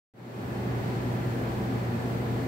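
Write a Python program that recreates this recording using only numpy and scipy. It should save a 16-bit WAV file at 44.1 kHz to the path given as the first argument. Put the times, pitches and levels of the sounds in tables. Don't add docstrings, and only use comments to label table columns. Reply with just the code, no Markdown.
import sys
import numpy as np
from scipy import signal
from scipy.fft import rfft, irfft
from scipy.io import wavfile
from scipy.ndimage import uniform_filter1d

SR = 44100
rng = np.random.default_rng(int(sys.argv[2]) if len(sys.argv) > 2 else 0)


def transcribe(u):
    v = np.clip(np.atleast_2d(u).T, -1, 1)
    q = np.round(v * 32767).astype(np.int16)
    wavfile.write(sys.argv[1], SR, q)


N = 109323


def gain(db):
    return 10 ** (np.asarray(db) / 20)


def wander(steps_per_s):
    hold = int(SR / steps_per_s)
    steps = rng.standard_normal(256)[np.arange(N) // hold % 256]
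    return 1.3 * uniform_filter1d(uniform_filter1d(steps, hold), hold)


def noise(shape, level_db):
    pitch_hz, relative_db = np.array(shape).T
    hz = np.maximum(np.fft.rfftfreq(N, 1 / SR), 1)
    curve_db = np.interp(np.log(hz), np.log(pitch_hz), relative_db)
    shaped = irfft(rfft(rng.standard_normal(N)) * gain(curve_db), N)
    return shaped * gain(level_db) / shaped.std()


def tone(pitch_hz, level_db, waver_db, lead_rad=0):
    phase = 2 * np.pi * (np.cumsum(pitch_hz * np.ones(N)) / SR + rng.random())
    return np.sqrt(2) * gain(level_db + waver_db * wander(5.03)) * np.sin(phase + lead_rad)


# pitch_hz, relative_db
RUSH_SHARED = [(20, -34), (40, -17.5), (60, -12.5), (90, -6.5), (135, -1), (158, -6.5), (180, -1),
               (250, -2), (300, -8), (360, -7.5), (480, -11), (600, -14.5), (800, -15.5), (1100, -23.5),
               (1600, -27.5), (2050, -26.5), (2800, -33), (3800, -38), (4400, -37), (5200, -41.5),
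               (7000, -45.5), (8000, -43.5), (8600, -47), (9400, -50), (13500, -45), (15700, -45.5)]
# pitch_hz, relative_db
RUSH_WIDE = [(20, -31), (60, -17), (120, -3), (200, -3), (330, -1.5), (460, -3), (600, -7), (800, -4.5),
             (1250, -8.5), (1550, -10), (2050, -14), (2800, -21), (3800, -22.5), (4400, -26.5),
             (5200, -28.5), (7000, -31), (8000, -33), (8600, -31), (9400, -36.5), (13500, -31.5),
             (15700, -34)]


def rush():
    flow = noise(RUSH_SHARED, level_db=-33) + noise(RUSH_WIDE, level_db=-41) * np.array([[1], [-1]])
    hz = np.maximum(np.fft.rfftfreq(N, 1 / SR), 1)
    octave = np.clip(np.log2(hz / 62.5), 0, 8)
    spectrum, out = rfft(flow), 0
    swell_db = 0.13 * wander(9)
    for k in range(9):
        band = irfft(spectrum * np.maximum(1 - abs(octave - k), 0), N)
        flicker_db = 0.52 * wander(13.93)
        out = out + band * gain(swell_db + flicker_db)
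    return out


def room(sound, ripple_db=1.3, step_hz=22.07, full_from_hz=3300):
    hz = np.fft.rfftfreq(N, 1 / SR)
    bumps = rng.standard_normal((2, 2048))
    ripple = np.array([np.interp(hz / step_hz, np.arange(2048), side) for side in bumps])
    depth_db = ripple_db * np.minimum(hz / full_from_hz, 1)
    return irfft(rfft(sound) * gain(depth_db * ripple), N)


# pitch_hz, level_db, left_minus_right_db
MOTOR_WHINES = [(265.6, -52, -4.5), (338.4, -49.5, 4), (372.6, -50.5, 2), (447.7, -53, 2),
                (464.7, -54.5, 3), (564, -58.5, -3), (665, -66.5, 13), (770.4, -54, 9), (825, -59.5, 0),
                (987, -59, 0), (1173, -66, 9), (1283, -70.5, 0), (1345, -66, 11), (1372, -64.5, 8),
                (1478, -64, -7), (1596, -65.5, -11.5), (1707, -61, -5), (1743, -63.5, -3), (1740, -66, -9),
                (1822, -68, 4), (2023, -68, 1), (2530, -67.5, -1), (3080, -76, -5), (4150, -76, 0),
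                (4172, -79, 1), (4260, -77, 5), (4385, -72, 3), (4490, -77, -6), (5510, -74, 2),
                (6760, -76, 3), (13787, -79, 4)]


def whines(drift_hz=1.513, mic_spacing_m=.1):
    out, sides = 0, np.array([[.5], [-.5]])
    for pitch_hz, level_db, pan_db in MOTOR_WHINES:
        gap_rad = min(2 * np.pi * pitch_hz * mic_spacing_m / 343, np.pi / 2)
        lead_rad = gap_rad * rng.choice([-1, 1]) * sides
        drifting_hz = pitch_hz + drift_hz * wander(6.04)
        out = out + tone(drifting_hz, level_db + pan_db * sides, waver_db=2, lead_rad=lead_rad)
    return out


# multiple_of_hum_pitch, level_db
HUM_TONES = [(1, -34), (2, -56.5), (3, -51)]


def motor_hum(hum_hz=119.94, shaft_hz=58.2):
    mains = sum(tone(multiple * hum_hz, level_db, waver_db=.3) for multiple, level_db in HUM_TONES)
    shaft = tone(shaft_hz, level_db=-50, waver_db=1.5)
    return mains + shaft


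def scene():
    return motor_hum() + whines() + room(rush())


# pitch_hz, left_minus_right_db
LEFT_BRIGHTNESS = [(200, 0), (1000, 0), (2800, 1), (5500, 1.5), (9000, 1.5), (13500, 2)]
# time_s, gain_db
FADE_UP = [(.138, -25), (.145, -23.5), (.19, -13.5), (.25, -10.5), (.43, -3), (.58, -1), (.85, 0.5)]


def record(dry, bass_hz=129, bass_start_s=0.39, bass_rise_s=0.062, top_hz=15720):
    time_s, hz = np.arange(N) / SR, np.fft.rfftfreq(N, 1 / SR)
    lean_db = np.interp(hz, *np.array(LEFT_BRIGHTNESS).T)
    full = irfft(rfft(dry) * gain(np.array([lean_db, -lean_db]) / 2), N)
    thin = signal.sosfilt(signal.butter(2, bass_hz, "high", fs=SR, output="sos"), full)
    bass_open = np.clip((time_s - bass_start_s) / bass_rise_s, 0, 1)
    fade_db = np.interp(time_s, *np.array(FADE_UP).T, left=-np.inf)
    faded = (thin + bass_open * (full - thin)) * gain(fade_db)
    return signal.sosfilt(signal.ellip(12, .1, 80, top_hz, fs=SR, output="sos"), faded)


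dry = scene()
out = record(dry)
transcribe(out)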